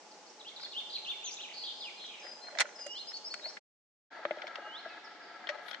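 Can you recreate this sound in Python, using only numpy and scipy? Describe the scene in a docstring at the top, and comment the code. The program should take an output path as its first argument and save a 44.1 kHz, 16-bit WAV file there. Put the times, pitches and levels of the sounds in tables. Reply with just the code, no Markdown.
"""A warbler's tumbling song in a leafy wood, picked up by the stereo microphone of a hand-held camera.
Around it are a two-note whistler, a thin high singer, a rising call and notes from deep in the wood:
nearly pure syrinx tones, scattered by leaves and trunks, over a far rush of wind. Right at the microphone,
fingers click, knock and rub on the camera body. The sound drops out for half a second and returns
with a small motor whirring in the lens."""
import sys
import numpy as np
from scipy import signal
from scipy.fft import rfft, irfft
from scipy.io import wavfile
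from scipy.ndimage import uniform_filter1d, map_coordinates

SR = 44100
rng = np.random.default_rng(int(sys.argv[2]) if len(sys.argv) > 2 else 0)


def waveform_to_disk(signal):
    """Save audio, clipped to [-1, 1], as 16-bit WAV at the path in sys.argv[1]."""
    frames = np.transpose(np.atleast_2d(signal))
    scaled = np.clip(frames, -1, 1) * 32767
    samples = np.round(scaled).astype(np.int16)
    wavfile.write(sys.argv[1], SR, samples)


N = 255780
TIME = np.arange(N) / SR
DROPOUT_S = (3.585, 4.115)


def undb(db):
    """Decibels to gain."""
    return 10 ** (np.asarray(db) / 20)


def unit(x):
    """Scale to rms 1."""
    return x / np.sqrt(np.mean(x ** 2) + 1e-30)


def curve(rows):
    """Rows of (t/s, value) joined by straight lines."""
    return np.interp(TIME, *np.transpose(rows))


def add(out, s, x):
    """Mix x into out from time s."""
    i = max(int(s * SR), 0)
    out[i:i + len(x)] += x[:max(N - i, 0)]


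def freqs(x):
    """The frequencies of the spectrum of x."""
    return np.arange(x.shape[-1] // 2 + 1) * SR / x.shape[-1] + 1e-3


def on_log(f, points):
    """Rows of (f/Hz, value) joined on a log-frequency axis."""
    hz, value = np.transpose(points)
    return np.interp(np.log(f), np.log(hz), value)


def butter(x, order, hz, kind="low"):
    """Pass x through a Butterworth filter."""
    return signal.sosfilt(signal.butter(order, hz, kind, fs=SR, output="sos"), x)


def resonate(x, modes, order=1):
    """Parallel resonances (f/Hz, width/Hz, level/dB); order 2 has steeper skirts."""
    f = freqs(x)
    response = sum(undb(db) / (1 + 1j * (f * f - hz * hz) / (f * width)) ** order
                   for hz, width, db in modes)
    return irfft(rfft(x) * response, x.shape[-1])


def walk(rate):
    """A random drift: levels held for 1 / rate s and smoothed twice."""
    hold = int(SR / rate)
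    steps = np.repeat(rng.standard_normal(N // hold + 1), hold)
    return unit(uniform_filter1d(uniform_filter1d(steps, hold), hold)[:N])


def bend(length_s, values):
    """A smooth line through a few evenly spaced values."""
    shape = np.polyfit(np.linspace(0, 1, len(values)), values, len(values) - 1)
    return np.polyval(shape, np.linspace(0, 1, int(length_s * SR)))


def ports(x, pan_db, lag_ms):
    """The two microphone ports: the left is louder by pan_db and earlier by lag_ms."""
    taps = np.arange(-8, 9)
    delay = np.sinc(taps - lag_ms * SR / 1000) * signal.windows.tukey(len(taps))
    return np.array([x * undb(pan_db / 2), np.convolve(x, delay, "same") * undb(-pan_db / 2)])


def spread_noise(side_db):
    """Stereo noise: a common part plus an opposed part."""
    mid, side = rng.standard_normal((2, N))
    return mid + undb(side_db) * np.array([side, -side])


# Spectrum of the far wind, before and after the dropout: f/Hz, relative level/dB
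EARLY_WIND = [(30, -9), (110, -27), (190, -12), (240, -11.5), (350, -6), (600, -5.5), (800, -4.5),
              (950, -9), (1600, -14), (2400, -15), (3900, -17), (5700, -12.5), (7500, -19.5), (9500, -35),
              (11500, -60), (15000, -60)]
LATE_WIND = [(30, -7), (110, -13.5), (190, -8), (330, 1.5), (600, -1.5), (1000, -5.5), (2200, -1),
             (2700, -8), (3400, -4.5), (4800, -10), (7000, -20), (8500, -32.5), (10500, -82)]
# How alike the wind is at the two ports: f/Hz, correlation/0-1
WIND_LIKENESS = [(150, .6), (500, 0.81), (1000, 0.82), (2000, 0.32), (4000, 0.093), (10000, 0.1)]

def far_wind(spectrum, level_db=-55.5):
    """Wind in distant leaves: the bass is alike at both ports, the hiss is wide."""
    mid, side = rfft(rng.standard_normal((2, N)))
    f = freqs(TIME)
    alike = on_log(f, WIND_LIKENESS)
    pair = mid * np.sqrt(1 + alike) + np.array([side, -side]) * np.sqrt(1 - alike)
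    return unit(irfft(pair * undb(on_log(f, spectrum)), N)) * undb(level_db)


# Resonances of the lens motor: f/Hz, width/Hz, level/dB
MOTOR_MODES = [(594, 89, -3), (721, 140, 3.5), (854, 95, 2.5), (1328, 111, 5), (1663, 125, 5.5),
               (1950, 300, -3), (3400, 70, -18.5), (4470, 100, -12.5)]
# Its loudness at the microphone: t/s, level/dB
MOTOR_LOUDNESS = [(4.1, -49), (4.5, -48.5), (4.9, -50), (5.15, -54), (5.45, -50), (5.8, -51.5)]

def lens_motor(wander=0.011, hum_hz=848, hum_db=-63.5):
    """Beside the microphone: a faint hum and, after the dropout, a grainy whirr that wanders in pitch."""
    grains = spread_noise(side_db=-11.5) * undb(2 * walk(80))
    steady = unit(resonate(grains, MOTOR_MODES, order=2))
    position = np.cumsum(1 + wander * walk(9))
    whirr = np.array([map_coordinates(channel, [position], mode="mirror") for channel in steady])
    running = TIME > np.mean(DROPOUT_S)
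    whirr *= undb(curve(MOTOR_LOUDNESS)) * running * undb([[1.3], [-1.3]])
    hum = unit(resonate(spread_noise(side_db=-20), [(hum_hz, 27, 0)], order=2))
    return whirr + undb(hum_db) * hum


def stroke(s, swell_s, fade_s, db):
    """A finger's pressure: a smooth swell to a peak at time s, and a fade."""
    return undb(db) * np.exp(-((TIME - s) / np.where(TIME < s, swell_s, fade_s)) ** 2)


# Resonances of the body that holds the microphone, rubbed or clicked: f/Hz, width/Hz, level/dB
BODY_MODES = [(820, 390, -2.5), (1450, 56, 2.5), (1680, 400, 1.5), (1950, 180, 0), (2250, 77, -2),
              (3140, 580, -7.5), (4163, 120, -2.5), (5400, 370, -4.5), (6670, 230, -10.5),
              (9600, 2500, -26)]
HOUSING_HZ = 607
# Finger strokes on the body: peak t/s, swell/s, fade/s, level/dB
FINGER_STROKES = [(2.28, 0.064, 0.11, -55.5), (2.53, 0.087, 0.091, -50.5), (2.605, 0.042, 0.02, -52.5),
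                  (2.652, 0.015, 0.028, -50.5), (2.73, 0.086, 0.17, -55.5), (3.44, 0.071, 0.096, -52.5),
                  (4.45, 0.13, 0.091, -54), (5.59, 0.1, 0.039, -52)]

def rubbing():
    """Soft skin drags unevenly over body and housing, and once brushes past with a scrape and a hiss."""
    skin, catch = spread_noise(side_db=-5.5), walk(120)
    drag = butter(skin * undb(4 * catch), 4, 4200)
    rub = unit(resonate(drag, BODY_MODES + [(HOUSING_HZ, 110, 9), (730, 120, 3)], order=2))
    pressure = sum(stroke(*row) for row in FINGER_STROKES)
    glide = skin * undb(2.5 * catch)
    hiss = unit(resonate(glide, [(10700, 4200, 0)], order=2))
    scrape = unit(resonate(glide, [(3460, 900, 0)], order=2))
    brush = (hiss + undb(14) * scrape) * stroke(5.695, swell_s=0.045, fade_s=0.04, db=-69)
    return rub * pressure + brush


# Soft knocks on the housing, right at the microphone: t/s, level/dB, push/ms
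FINGER_KNOCKS = [(2.541, -51, 3.3), (2.558, -41.5, 1.6), (2.571, -45, 1.6), (2.861, -40, 4.1),
                 (3.461, -43.5, 3.7), (4.192, -45, 1.42), (4.251, -28, 1.1), (4.308, -27.5, 1.16),
                 (4.372, -38.5, 1.3), (4.44, -37.5, 1.3), (4.5836, -41, 1.6), (4.673, -43, 1.4),
                 (4.8582, -38.5, 1.6), (5.489, -36, 9.7)]

def knocks(housing_ring_s=0.0058, shell_hz=340, shell_db=-20, shell_ring_s=0.028, detune=0.055):
    """A finger's push builds up the housing's low note, which dies quickly; the shell rings on, lower."""
    out, t = np.zeros(N), np.arange(8192) / SR
    for s, db, push_ms in FINGER_KNOCKS:
        push_s = push_ms / 1000
        build = 1 - np.exp(-(t / push_s) ** 2)
        swell = build * np.exp(-t / (housing_ring_s + push_s / 2))
        hz = HOUSING_HZ * (1 + detune * rng.standard_normal())
        housing = swell / swell.max() * np.sin(2 * np.pi * hz * t)
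        shell = undb(shell_db) * build * np.exp(-t / shell_ring_s) * np.sin(2 * np.pi * shell_hz * t)
        add(out, s, undb(db) * np.sqrt(2) * (housing + shell))
    return ports(out, pan_db=2.0, lag_ms=0.01)


# Plastic clicking by the ports: t/s, level/dB, treble limit f/Hz, rattle decay/ms, snapping part f/Hz
PLASTIC_CLICKS = [(.597, -47, 3200, 4.4, 1510), (0.634, -47, 4200, 4.9, 1500), (.661, -50, 3200, 11, 1720),
                  (1.101, -54, 2400, 1.7, 1400), (1.408, -54, 2400, 1.6, 1390),
                  (1.57, -67, 2400, 1.4, 1380), (2.041, -51, 4500, 0.99, 2000),
                  (2.267, -46, 4500, 8.1, 1900), (2.469, -50, 2400, 6.1, 1800),
                  (2.483, -42.5, 2000, 6.2, 1250), (2.517, -61, 2600, 3.9, 1800),
                  (2.5517, -41.5, 3000, 1.3, 1920), (2.5866, -26.5, 7000, 5.5, 3660),
                  (2.598, -25.5, 6500, 2.6, 1940), (2.6038, -23.5, 10500, 1.3, 4260),
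                  (2.607, -20.5, 8940, 3.8, 1477), (2.6124, -22.5, 8000, 2.4, 1950),
                  (2.6169, -25.5, 8000, 5.2, 2000), (2.6202, -34, 4800, 2.8, 2000),
                  (2.654, -41, 2600, 5, 1450), (2.691, -49, 3000, 3.3, 2000), (2.573, -41.5, 5000, 6, 1950),
                  (2.865, -42, 9500, 5.1, 6450), (3.117, -48.5, 2800, 2.8, 1880),
                  (3.3413, -34, 8000, 2.2, 2300), (3.396, -48.5, 3000, 4, 1900),
                  (3.458, -42, 3000, 3.8, 2010), (3.507, -53, 3000, 3.1, 1400),
                  (3.5694, -40.5, 3500, 6, 1950), (4.252, -29, 3700, 3.9, 1250),
                  (4.309, -34.5, 3500, 4.5, 2060), (4.384, -47, 4000, 5.7, 1990),
                  (4.419, -37, 4600, 3.9, 2000), (4.469, -39, 5000, 2.6, 2100),
                  (4.4761, -43, 5800, 6, 3400), (4.5566, -36, 4900, 3.3, 2660),
                  (5.4708, -37.5, 4200, 6.5, 3030), (5.4902, -30, 5200, 9.5, 1890),
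                  (5.682, -41, 4400, 9, 3780), (5.7114, -39.5, 5000, 5, 3200),
                  (5.73, -43.5, 4200, 19, 3280), (5.7456, -37.5, 4700, 1.7, 3100)]

def clicks(grit=0.42, low_cut_hz=520, scuff_db=-18, scuff_ms=3, apart=0.81):
    """A scuff, a snap and a rattle ring the body and the snapping part, differently at each port."""
    out, t = np.zeros((2, N)), np.arange(-1024, 3072) / SR
    for s, db, bright_hz, decay_ms, ring_hz in PLASTIC_CLICKS:
        shared, opposed = rng.standard_normal((2, len(t)))
        noise = shared + apart * np.array([opposed, -opposed])
        slope_ms = np.where(t < 0, scuff_ms, decay_ms)
        envelope = np.where(t < 0, undb(scuff_db), 1) * np.exp(-1000 * abs(t) / slope_ms)
        force = grit * noise * envelope + (t == 0)  # the snap is a single impulse
        ring = resonate(force, BODY_MODES + [(ring_hz, 180, 5)])
        ring = butter(ring, 3, low_cut_hz, "high")
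        ring = butter(ring, 6, bright_hz)  # a softer contact is duller
        peak_power = uniform_filter1d(np.mean(ring ** 2, axis=0), size=130).max()
        for channel, part in zip(out, ring):
            add(channel, s + t[0], part * undb(db) / np.sqrt(peak_power))
    return out


# Which side of the microphone the fingers are on: t/s, left over right level/dB
FINGER_SIDE = [(2.6, -2), (3.6, 0), (4.3, 4), (5.5, 5), (5.72, 10)]

def fingers():
    """Clicks and rubbing are louder at the port nearer the hand."""
    side_db = curve(FINGER_SIDE)
    return (clicks() + rubbing()) * undb([side_db / 2, -side_db / 2])


def wood(x, direct_db, scatter_db, pan_db, lag_ms, leaves_db=-9, leaves_s=0.0066, t60_s=0.93):
    """Perch to microphone: the direct path, a spray of echoes off near leaves, a long tail off trunks."""
    t = np.arange(SR) / SR
    leaves = rng.standard_normal((2, SR)) * np.exp(-t / leaves_s)
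    trunks = rng.standard_normal((2, SR)) * undb(2 * rng.standard_normal((2, SR)))
    trunks *= np.exp(-np.log(1000) * t / t60_s) * (1 - np.exp(-t / 0.0021))
    echoes = (unit(trunks) + undb(leaves_db) * unit(leaves)) / np.sqrt(SR)
    scattered = signal.fftconvolve(x[None], echoes, axes=1)[:, :N]
    return undb(direct_db) * ports(x, pan_db, lag_ms) + undb(scatter_db) * scattered


def syrinx(hz, overtone_db):
    """A bird's voice: a nearly pure whistle with a faint octave."""
    phase = 2 * np.pi * np.cumsum(hz) / SR
    return np.sqrt(2) * (np.sin(phase) + undb(overtone_db) * np.sin(2 * phase))


def song(notes, waver, edge=0.16, flutter_db=2, overtone_db=-55):
    """Notes (t/s, pitch line f/Hz, level/dB) waver, and swell and fade over the share edge of each."""
    out, wobble = np.zeros(N), walk(300)
    for s, line, db in notes:
        u = np.linspace(0, 1, len(line))
        hz = line * (1 + waver * wobble[int(s * SR):][:len(u)])
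        swell = np.sin(np.pi / 2 * np.clip(np.minimum(u, 1 - u) / edge, 0, 1))
        beak = 1 / np.sqrt(1 + (2300 / hz) ** 12)  # a small beak radiates the lowest pitches poorly
        add(out, s, undb(db) * swell * beak * syrinx(hz, overtone_db))
    return out * undb(flutter_db * walk(90))


def trill(hz, swing_hz, per_s, uneven=0.068):
    """The pitch swings about its line, not quite evenly."""
    rate = per_s * (1 + uneven * walk(300)[:len(hz)])
    return hz + swing_hz * np.cos(2 * np.pi * np.cumsum(rate) / SR)


# Notes from deep in the wood: t/s, length/s, start f/Hz, end f/Hz, level/dB
DISTANT_NOTES = [(0.135, 0.02, 5700, 5750, -70), (0.294, 0.012, 5620, 5750, -57),
                 (4.746, 0.15, 5200, 5400, -71.5), (4.881, 0.091, 5050, 2684, -61.5),
                 (4.867, 0.078, 2680, 2530, -61.5), (5.043, 0.032, 5400, 4400, -58.5),
                 (5.212, 0.1, 4780, 4850, -63.5)]

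def far_birds():
    """Faint, unsteady glides from the furthest perches."""
    return song([(s, bend(length, hz), db) for s, length, *hz, db in DISTANT_NOTES], waver=0.032)


# Rising calls, right of the microphone: t/s, level/dB, growing time/s
CALLS = [(2.784, -49, 0.12), (4.561, -49.5, 0.2)]

def rising_calls(foot_hz=2852, full_hz=3300, top_hz=4300, top_at_s=0.238, sweep_s=0.0455, hold_s=0.0058):
    """A soft level whistle grows, sweeps up a fifth, thins out and holds the top for a moment."""
    t = np.arange(int((top_at_s + hold_s) * SR)) / SR
    height = np.exp(-(np.maximum(top_at_s - t, 0) / sweep_s) ** 1.6)
    hz = foot_hz + (top_hz - foot_hz) * height
    effort_db = -2.5 * abs(hz - full_hz) / (top_hz - full_hz)
    notes = [(s, hz, db + effort_db + 24 * np.minimum(t / grow_s - 1, 0)) for s, db, grow_s in CALLS]
    return song(notes, edge=0.06, waver=0.0022, flutter_db=1)


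# The high singer, left of the microphone. Its thin falling notes and upward ticks: t/s, level/dB
HIGH_FALLS = [(1.237, -42), (2.66, -60), (2.79, -58.5)]
HIGH_TICKS = [(1.067, -54.5), (2.059, -56), (2.195, -54.5), (3.165, -49.5)]
# Its seesaw of lifts and lower humps: t/s, length/s, base f/Hz, top f/Hz, level/dB
SEESAW_LIFTS = [(2.9, 0.044, 5390, 5580, -49), (3.068, 0.048, 4810, 5320, -43),
                (3.243, .047, 4780, 5490, -41)]
SEESAW_HUMPS = [(2.962, .04, 4700, 4750, -53), (3.13, 0.046, 4110, 4566, -42.5),
                (3.301, 0.053, 4050, 4560, -43)]
# The path of its closing scoop: t/s, f/Hz, level/dB
SCOOP_PATH = [(3.405, 4380, -53.5), (3.42, 3930, -51.5), (3.432, 3770, -50.5), (3.453, 4310, -37.5),
              (3.474, 4600, -47.5), (3.492, 5250, -44.5), (3.514, 6100, -50)]

def high_singer(fall_s=0.066, tick_s=0.012, shiver_db=-46):
    """Thin falling notes, the first ending in a shiver, and ticks; then a seesaw that ends in a scoop."""
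    notes = [(s, bend(fall_s, (7000, 6110, 5800)), db) for s, db in HIGH_FALLS]
    shiver = trill(bend(0.051, (5400, 6500)), swing_hz=1010, per_s=47)
    notes += [(HIGH_FALLS[0][0] + fall_s, shiver, shiver_db)]
    notes += [(s, bend(tick_s, (4900, 5820, 7100)), db) for s, db in HIGH_TICKS]
    for rows, heights in ((SEESAW_LIFTS, (0.015, 0.45, 0.91, 0.56)), (SEESAW_HUMPS, (0, 0.96, 0.2))):
        notes += [(s, hz + (top_hz - hz) * bend(length, heights), db) for s, length, hz, top_hz, db in rows]
    times, hz, db = np.transpose(SCOOP_PATH)
    t = np.arange(times[0], times[-1], 1 / SR)
    scoop = [(times[0], np.interp(t, times, hz), np.interp(t, times, db))]
    return song(notes, edge=0.25, waver=0.0081, flutter_db=0.5) + song(scoop, edge=0.08, waver=0.008)


# The whistler's pairs, off to the left: t/s, high note's length/s, its start f/Hz, level/dB
WHISTLE_PAIRS = [(1.755, 0.13, 5020, -52), (2.205, 0.16, 5090, -47.5), (2.747, .13, 5254, -47.5)]

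def two_note_whistler(low_after_s=0.204, low_length_s=0.094):
    """A long high whistle swells and levels off, answered each time by a shorter low one."""
    high = [(s, bend(length, (hz, 4985, 4950)), db + bend(length, (-3.5, -0.5, 1)))
            for s, length, hz, db in WHISTLE_PAIRS]
    low = [(s + low_after_s, bend(low_length_s, (4090, 4190, 4170)), db) for s, _, _, db in WHISTLE_PAIRS]
    return song(high + low, edge=0.3, waver=0.0067, flutter_db=3, overtone_db=-37)


# The warbler's buzzes: t/s, length/s, start f/Hz, end f/Hz, swing/Hz, level/dB
BUZZES = [(1.53, 0.15, 4545, 4360, 380, -44.5), (1.665, 0.055, 3482, 3400, 330, -41.5),
          (1.99, 0.12, 3700, 3400, 420, -50), (2.075, 0.16, 3198, 2008, 500, -52)]

def warbler_buzzes(swings_per_s=210):
    """Sinking notes whose pitch swings fast enough to buzz."""
    notes = [(s, trill(bend(length, hz), swing_hz, swings_per_s), db)
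             for s, length, *hz, swing_hz, db in BUZZES]
    return song(notes, edge=0.11, waver=0.012)


# The warbler's accents: t/s, length/s, start f/Hz, end f/Hz, level/dB
ACCENT_NOTES = [(0.644, 0.019, 4300, 4190, -43.5), (0.95, 0.026, 4224, 3916, -38.5),
                (1.625, .02, 4260, 4235, -47.5), (0.514, 0.014, 2130, 2300, -51.5),
                (0.811, .016, 2160, 2330, -49.5), (1.139, 0.018, 2240, 2140, -53)]

def warbler_accents():
    """Short, soft-edged notes at a nearly level pitch."""
    notes = [(s, bend(length, hz), db) for s, length, *hz, db in ACCENT_NOTES]
    return song(notes, edge=0.39, waver=0.013)


# The warbler's trills: t/s, length/s, start f/Hz, end f/Hz, swing/Hz, swing rate/Hz, end level/dB
TRILLS = [(0.599, 0.044, 4510, 4300, 590, 58, -45), (0.896, 0.072, 4300, 4260, 546, 54, -41),
          (1.48, 0.05, 2500, 2480, 600, 39, -44.5)]

def warbler_trills(growth_db=7):
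    """A few wide swings of pitch that grow louder."""
    notes = [(s, trill(bend(length, hz), swing_hz, rate), db + bend(length, (-growth_db, 0)))
             for s, length, *hz, swing_hz, rate, db in TRILLS]
    return song(notes, edge=0.07, waver=0.02)


# The warbler's slurs, down or up: t/s, length/s, start f/Hz, end f/Hz, level/dB
SLUR_NOTES = [(0.11, 0.017, 5710, 4200, -56), (0.264, 0.019, 5720, 4190, -56),
              (0.397, 0.021, 4750, 3420, -50), (0.48, 0.022, 4830, 3440, -49),
              (0.561, 0.022, 4810, 3450, -47.5), (0.631, 0.028, 4796, 3280, -46.5),
              (0.72, 0.025, 4950, 2680, -44.5), (0.803, 0.02, 4860, 3370, -50),
              (0.945, 0.036, 4300, 2250, -46), (1.046, 0.019, 4190, 2500, -42.5),
              (1.115, 0.029, 3477, 2120, -50), (1.224, 0.034, 2377, 4300, -45),
              (1.26, 0.042, 4417, 2135, -45), (1.368, 0.016, 4220, 3560, -48),
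              (1.385, 0.037, 2400, 4360, -44.5), (1.424, 0.038, 4600, 2230, -47),
              (1.636, 0.034, 3200, 4427, -41.5), (1.805, 0.097, 4800, 2112, -42.5)]

def warbler_slurs(tip_share=0.36, tip_time_share=0.15, bow=1.1, db_per_octave=3.5):
    """Thin slides between two pitches, steepest and loudest at the high tip."""
    notes = []
    for s, length, start_hz, end_hz, db in SLUR_NOTES:
        u = np.linspace(0, 1, int(length * SR))
        height = tip_share * np.exp(-u / tip_time_share) + (1 - tip_share) * (1 - u) ** bow
        low, high = sorted((start_hz, end_hz))
        fall = low + (high - low) * height
        hz = fall if start_hz > end_hz else fall[::-1]
        notes.append((s, hz, db + db_per_octave * np.log2(hz / high)))
    return song(notes, edge=0.07, waver=0.02)


# The warbler's arches: t/s, top f/Hz, drop/s, level/dB
ARCH_NOTES = [(0.445, 3460, 0.011, -46), (0.747, 3620, 0.018, -36), (1.063, 3562, 0.018, -33.5)]

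def warbler_arches(foot_hz=2050, climb_s=0.042, db_per_octave=21):
    """Each climbs to a rounded top, where it is loudest, and drops ever faster."""
    notes = []
    for s, top_hz, drop_s, db in ARCH_NOTES:
        height = np.concatenate([bend(climb_s, (0.356, 0.76, 1)), bend(drop_s, (1, 0.8, 0))])
        hz = foot_hz + (top_hz - foot_hz) * uniform_filter1d(height, size=300)
        notes.append((s, hz, db + db_per_octave * np.log2(hz / hz.max())))
    return song(notes, edge=0.1, waver=0.023)


def birds():
    """Every bird from its own perch, the warbler nearly ahead; the further off, the more is echo."""
    far = far_birds()
    warbler = warbler_slurs() + warbler_arches() + warbler_trills() + warbler_accents()
    return (wood(warbler, direct_db=-1, scatter_db=-2.5, pan_db=-0.5, lag_ms=0.057,
                 leaves_db=-6, leaves_s=0.035)
            + wood(warbler_buzzes(), direct_db=-2.5, scatter_db=-3, pan_db=-2, lag_ms=0.042,
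                   leaves_db=-1.5, leaves_s=0.0095)
            + wood(two_note_whistler(), direct_db=-1.5, scatter_db=-4.5, pan_db=3.5, lag_ms=0.021)
            + wood(high_singer(), direct_db=-1, scatter_db=-7.5, pan_db=3, lag_ms=0.057,
                   leaves_db=1.5, leaves_s=0.035)
            + wood(rising_calls(), direct_db=3, scatter_db=-0.5, pan_db=-4, lag_ms=0.057)
            + wood(far, direct_db=-4, scatter_db=0, pan_db=-9, lag_ms=0.033))


def scene():
    """Wind far off, birds among the trees, and the camera's own sounds at the microphone."""
    wind = np.where(TIME < np.mean(DROPOUT_S), far_wind(EARLY_WIND), far_wind(LATE_WIND))
    return wind + birds() + fingers() + knocks() + lens_motor()


def record(dry, low_cut_hz=158, leak_db=-32, mic_hz=13500, fade_s=0.024, top_hz=15500):
    """A wind filter takes most of the bass, the treble rolls off, the sound drops out, the top is cut."""
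    thinned = butter(dry, 7, low_cut_hz, "high") + undb(leak_db) * dry
    dulled = butter(thinned, 3, mic_hz)
    outside_s = np.maximum(DROPOUT_S[0] - TIME, TIME - DROPOUT_S[1])
    live = np.clip(outside_s / fade_s + 0.5, 0, 1)
    return signal.sosfilt(signal.ellip(8, 0.2, 70, top_hz, fs=SR, output="sos"), dulled * live)


dry = scene()
out = record(dry)
waveform_to_disk(out)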